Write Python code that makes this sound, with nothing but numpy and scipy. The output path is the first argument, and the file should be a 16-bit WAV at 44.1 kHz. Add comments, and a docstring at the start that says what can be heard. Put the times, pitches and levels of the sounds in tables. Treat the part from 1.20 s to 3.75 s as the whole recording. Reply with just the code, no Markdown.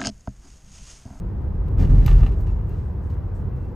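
"""A car over a railroad crossing

Heard from inside, the tyres rumble steadily through the body. At the crossing four impacts thud through
the suspension and excite the cabin's lowest resonance. The shaken trim chatters, a panel knocks in its
modes and a loose plastic part clicks sharply. Faint ticks, swishes and squeaks follow on the road beyond.
"""
import sys
import numpy as np
from scipy import signal
from scipy.fft import rfft, irfft, next_fast_len
from scipy.io import wavfile
from scipy.ndimage import uniform_filter1d

SR = 44100
rng = np.random.default_rng(int(sys.argv[2]) if len(sys.argv) > 2 else 0)


def put_to_file(sound):
    """Save the sound as 16-bit audio at rate SR, in the file named by the first command-line argument."""
    columns = np.atleast_2d(sound).T  # one column per channel
    safe = np.clip(columns, -1, 1)
    whole_steps = np.round(safe * 32767)
    wavfile.write(sys.argv[1], SR, whole_steps.astype(np.int16))


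N = 112454
TIME = np.arange(N) / SR


def from_db(db):
    """Amplitude ratio of a level: a factor of ten per 20 dB."""
    return 10 ** (np.asarray(db) / 20)


def unit_rms(x):
    """Normalisation to a root mean square of 1."""
    return x / np.sqrt(np.mean(x ** 2) + 1e-20)


def at_hz(table, hz):
    """Interpolation on a logarithmic frequency axis."""
    frequencies, values = np.transpose(table)
    return np.interp(np.log(hz), np.log(frequencies), values)


def over_time(table):
    """Linear interpolation in time."""
    return np.interp(TIME, *np.transpose(table))


def envelope(start, length, attack_s, t60_s):
    """Linear rise, hold until the length is over, then exponential decay by 60 dB in t60_s."""
    age = TIME - start
    return np.clip(age / attack_s, 0, 1) * from_db(-60 * np.maximum(age - length, 0) / t60_s)


def wander(span_s):
    """Random fluctuation of rms 1, correlated over about this span."""
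    return unit_rms(uniform_filter1d(rng.standard_normal(N), int(span_s * SR)))


def evened(x, span_s):
    """Division by the running rms takes the swells out of a noise."""
    power = uniform_filter1d(np.mean(x ** 2, axis=0), int(span_s * SR))
    return x / np.sqrt(power + 1e-12)


def resonator(force, hz, t60_s):
    """Damped oscillator: a unit impulse starts a decaying sine of amplitude 1."""
    decay, angle = from_db(-60 / (t60_s * SR)), 2 * np.pi * hz / SR
    return signal.lfilter([0, np.sin(angle)], [1, -2 * decay * np.cos(angle), decay ** 2], force + 1e-18)


# Left-right coherence of the sound field: f/Hz, coherence
COHERENCE = [(50, 1), (170, 0.9), (350, 0.69), (700, 0.093), (1200, 0.8), (2000, 1), (5000, 0.97)]
# Excess of the left side over the right: f/Hz, level/dB
LEFT_EXCESS = [(60, .3), (170, -.5), (350, 1.7), (700, 2.1), (1500, 0)]

def noise(spectrum):
    """Partly coherent stereo noise of rms 1, in third octaves shaped by a relative spectral density."""
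    out, run_in = 0, SR // 4
    edges_hz = 20 * 2 ** np.arange(0, 9.9, 1 / 3)
    white = rng.standard_normal((2, 2, N + run_in))
    for k, (low, high) in enumerate(zip(edges_hz, edges_hz[1:])):
        if high < spectrum[0][0] or low > spectrum[-1][0]:
            continue
        band = signal.butter(2, [low, high], "band", fs=SR, output="sos")
        mid, side = signal.sosfilt(band, white[k % 2])[:, run_in:]
        hz = np.sqrt(low * high)
        coherence = at_hz(COHERENCE, hz)
        pair = np.sqrt(1 + coherence) * mid + np.sqrt(1 - coherence) * np.array([side, -side])
        gain = from_db(at_hz(spectrum, hz) + at_hz(LEFT_EXCESS, hz) * np.array([[.5], [-.5]]))
        out += gain * pair
    return unit_rms(out)


# Roughness of the road: t/s, relative level/dB
ROUGHNESS = [(0, -33.5), (.19, -29), (.25, -26), (.39, -30.5), (.49, -23.5), (1.02, -18.5), (1.12, -24.5),
             (1.8, -29), (1.88, -27), (2.01, -27.5), (2.09, -32), (2.23, -27), (2.55, -32.5)]
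# Course of the body's deep heave and of the tyres' drone on asphalt: t/s, level/dB
HEAVE_LEVEL = [(0, -27.5), (.2, -38.5), (.39, -22), (.55, -29.5), (1.1, -23.5), (1.28, -20.5), (1.5, -32),
               (1.85, -38.5), (2.1, -31), (2.3, -32.5), (2.45, -35)]
DRONE_LEVEL = [(0, -33), (.25, -38), (.55, -36.5), (1.2, -35.5), (1.6, -39), (1.76, -38), (2.0, -40.5),
               (2.25, -40), (2.55, -36.5)]
# Spectra of tyre rumble, heave, drone and the rush of tyres and air: f/Hz, level/dB
RUMBLE_SPECTRUM = [(40, -17), (55, -1.5), (75, 2), (100, -3), (130, -8), (175, -21.5), (230, -28),
                   (320, -28.5)]
HEAVE_SPECTRUM = [(22, -16), (30, -9), (42, 12), (56, -12)]
DRONE_SPECTRUM = [(125, -6.5), (175, 1.5), (230, -12), (330, -11), (450, -16)]
RUSH_SPECTRUM = [(130, 15.5), (175, 6), (240, 0.5), (300, -1), (400, 7), (500, 2), (650, -1.5), (850, 0.5),
                 (1150, -7.5), (1500, -12), (2100, -24), (4000, -40), (8000, -50), (13000, -35),
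                 (16000, -44)]

def road(rumble_gain_db=2.5, smooth_road_db=-26, smooth_rush_db=-42.5, rush_slope=0.33):
    """Random forcing of tyres and body: the rumble follows the roughness fully, the rush only in part."""
    roughness_db = over_time(ROUGHNESS)
    rumble = from_db(roughness_db + rumble_gain_db) * evened(noise(RUMBLE_SPECTRUM), span_s=0.09)
    heave = from_db(over_time(HEAVE_LEVEL)) * evened(noise(HEAVE_SPECTRUM), span_s=0.11)
    drone = from_db(over_time(DRONE_LEVEL)) * evened(noise(DRONE_SPECTRUM), span_s=0.054)
    rush = from_db(smooth_rush_db + rush_slope * (roughness_db - smooth_road_db)) * noise(RUSH_SPECTRUM)
    return rumble + heave + drone + rush


# Slides of loose things in the cabin: t/s, duration/s, level/dB
SLIDES = [(1.157, .07, -69), (1.456, 0.24, -75.5), (1.818, 0.046, -71.5), (2.135, .035, -67.5),
          (2.347, 0.15, -78)]
# Spectrum of their friction: f/Hz, level/dB
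SWISH_SPECTRUM = [(4000, -6), (7200, -3), (8800, -0.5), (12000, -7.5)]

def swishes():
    """Sliding friction radiates soft, high noise."""
    sliding = sum(from_db(db) * envelope(t, length, attack_s=0.018, t60_s=0.21)
                  for t, length, db in SLIDES)
    return sliding * noise(SWISH_SPECTRUM)


# Squeaks of rubbing parts: t/s, duration/s, f/Hz, level/dB
SQUEAKS = [(1.258, 0.04, 2680, -63), (1.3, .09, 7050, -77), (1.35, 0.14, 2840, -71),
           (1.49, 0.055, 2730, -66), (1.495, 0.06, 4150, -75), (2.31, 0.18, 2690, -70)]

def squeaks(arch_depth=.008, waver_depth=.006, flutter_db=4):
    """Stick-slip friction: thin tones waver and catch, their pitch rising a little and falling back."""
    out = 0
    for t, length, hz, db in SQUEAKS:
        arch = np.sin(np.pi * np.clip((TIME - t) / length, 0, 1)) - 2 / np.pi
        pitch_hz = hz * (1 + arch_depth * arch + waver_depth * wander(span_s=0.0046))
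        tone = np.sin(2 * np.pi * np.cumsum(pitch_hz) / SR)
        grip = unit_rms(from_db(flutter_db * wander(span_s=0.014)))
        out += from_db(db) * grip * tone * envelope(t, length, attack_s=.02, t60_s=.1)
    return out


# Runs of chatter while the body shakes: t/s, duration/s, level/dB
CHATTER_RUNS = [(0.576, .012, -52), (0.590, 0.044, -47), (0.69, 0.32, -53), (0.868, 0.034, -44),
                (0.975, 0.026, -55.5), (1.033, 0.044, -54), (1.115, 0.01, -58), (1.263, 0.022, -57),
                (1.49, 0.11, -65.5), (1.895, 0.02, -61)]
# Spectrum of the trim's contacts: f/Hz, level/dB
CHATTER_SPECTRUM = [(600, 3.5), (1550, 2), (2000, 3.5), (2700, -5), (4000, -7.5), (5500, -8), (8500, -14.5),
                    (13000, -14), (16000, -26)]
# Modes of a loose panel, rung by chatter and knocks: f/Hz, relative level/dB, T60/s
PANEL_MODES = [(788, 2.5, 0.034), (1137, 0, 0.06), (1220, 3, 0.05), (1565, -6.5, 0.031), (1796, -5.5, 0.09),
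               (2053, -9.5, 0.054), (2388, -11, 0.092), (2690, -5, 0.057), (2904, -6.5, 0.057),
               (3470, -11, 0.054), (3990, -13.5, 0.06), (4530, -18.5, 0.041), (6200, -16, 0.023)]

def chatter(contacts_per_s=2100, contact_s=0.0016, ring_db=-4.5, rustle_db=-71):
    """Shot noise: tiny random contacts in the trim each give a burst and keep the panel ringing."""
    sizes = from_db(-0.5 * np.minimum(rng.exponential(1, N), 4))
    contacts = sizes * (rng.random(N) < contacts_per_s / SR) * rng.choice([-1, 1], N)
    burst_energy = signal.lfilter([1], [1, -np.exp(-1 / (contact_s * SR))], contacts ** 2)
    panel = sum((-1) ** k * from_db(db) * resonator(contacts, hz, t60)
                for k, (hz, db, t60) in enumerate(PANEL_MODES))
    rustle = from_db(rustle_db + wander(span_s=0.05))  # the trim never quite settles
    runs = [from_db(db) * envelope(t, length, attack_s=0.0053, t60_s=0.25)
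            for t, length, db in CHATTER_RUNS]
    shaking = np.sqrt(rustle ** 2 + np.sum(np.square(runs), axis=0))  # powers add
    bursts = unit_rms(np.sqrt(burst_energy)) * noise(CHATTER_SPECTRUM)
    return shaking * (bursts + from_db(ring_db) * unit_rms(panel))


# Knocks of the loose panel: t/s, level/dB
KNOCKS = [(.598, -53.5), (.624, -51), (.647, -46), (0.672, -51), (.8785, -31.5), (.912, -38.5),
          (0.984, -48), (1.008, -47), (1.031, -39.5), (1.063, -37)]
# Spectrum of the crack at contact: f/Hz, level/dB
CRACK_SPECTRUM = [(400, 12.5), (800, 15), (1300, -8.5), (2800, -3.5), (4500, -15.5), (8000, -28.5),
                  (15000, -22)]

def knocks(contact_s=0.0047, ring_db=-2.5, spread_db=1.5):
    """Impulse excitation: each knock cracks and strikes every panel mode with a strength of its own."""
    times, levels_db = np.transpose(KNOCKS)
    contacts = sum(from_db(db) * envelope(t, contact_s, attack_s=0.00065, t60_s=.035) for t, db in KNOCKS)
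    out = contacts * evened(noise(CRACK_SPECTRUM), span_s=0.0029)
    for k, (hz, mode_db, t60) in enumerate(PANEL_MODES):
        scatter_db = rng.normal(0, spread_db, len(times))
        blows = np.zeros(N)
        blows[(times * SR).astype(int)] = from_db(levels_db + mode_db + ring_db + scatter_db)
        out += (-1) ** k * resonator(blows, hz, t60)
    return out


# Clicks of hard plastic: t/s, body level/dB, edge level/dB
CLICKS = [(.482, -60, -61), (0.862, -36.5, -34.5), (1.2045, -66, -60), (1.21, -63.5, -59.5),
          (1.493, -67, -57), (1.868, -79, -69), (1.902, -61.5, -65), (1.941, -68.5, -64)]
# Spectra of a click's body and bright edge: f/Hz, level/dB
CLICK_BODY_SPECTRUM = [(900, -25), (1500, -8.5), (2200, 6), (3500, 1), (5000, 0.5), (6500, -6.5),
                       (8000, -17.5)]
CLICK_EDGE_SPECTRUM = [(7500, -5.5), (9000, -11), (11500, -0.5), (14000, 1.5), (16000, -6)]

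def clicks(contact_s=.002, attack_s=.0003, tail_db=-21):
    """A brief contact radiates a broadband snap; the cabin's reverberation adds a short tail."""
    body = evened(noise(CLICK_BODY_SPECTRUM), span_s=0.0021)
    edge = evened(noise(CLICK_EDGE_SPECTRUM), span_s=0.0031)
    out = 0
    for t, body_db, edge_db in CLICKS:
        snap = envelope(t, contact_s, attack_s, t60_s=.018)
        tail = from_db(tail_db) * envelope(t, contact_s, attack_s, t60_s=.12)
        out += (snap + tail) * (from_db(body_db) * body + from_db(edge_db) * edge)
    return out


# Tyres meeting the crossing's edges and rails: t/s, duration/s, boom level/dB, thud level/dB
TYRE_IMPACTS = [(0.568, 0.075, -14, -19), (0.694, 0.13, -8, -21), (0.892, 0.078, -6.5, -29),
                (1.015, 0.017, -6.5, -26.5)]
# Spectrum of the suspension's dull blow: f/Hz, level/dB
THUD_SPECTRUM = [(50, -24), (80, -4), (130, 8), (190, -7), (260, -9.5), (400, -20.5), (800, -32.5)]

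def thumps(cabin_hz=42.02):
    """Cavity resonance: each impact swells the cabin's lowest mode and thuds through the suspension."""
    suspension = evened(noise(THUD_SPECTRUM), span_s=0.17)
    out = 0
    for t, length, boom_db, thud_db in TYRE_IMPACTS:
        boom = np.sin(2 * np.pi * cabin_hz * (TIME - t)) * envelope(t, length, attack_s=0.016, t60_s=0.19)
        thud = suspension * envelope(t, length, attack_s=0.032, t60_s=0.47)
        out += from_db(boom_db) * boom + from_db(thud_db) * thud
    return out


def scene():
    """Superposition of all sources at the front seat."""
    return road() + thumps() + chatter() + knocks() + clicks() + swishes() + squeaks()


# Lag of the left microphone port behind the right: f/Hz, phase/rad
PORT_LAG = [(7500, 0), (8700, 1), (9400, 3.0), (10900, 3.25), (11500, 4.4), (12500, 5.8), (14400, 6.7),
            (15500, 8.8)]

def record(dry, cutoff_hz=15600):
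    """Phase dispersion: the left port delays the top octave; a steep low-pass limits both channels."""
    size = next_fast_len(N + SR // 10)
    bin_hz = np.arange(size // 2 + 1) * SR / size
    lag = np.interp(bin_hz, *np.transpose(PORT_LAG))
    left = irfft(rfft(dry[0], size) * np.exp(-1j * lag), size)[:N]
    low_pass = signal.ellip(10, .3, 80, cutoff_hz, fs=SR, output="sos")
    return signal.sosfilt(low_pass, np.array([left, dry[1]]))


dry = scene()
out = record(dry)
put_to_file(out)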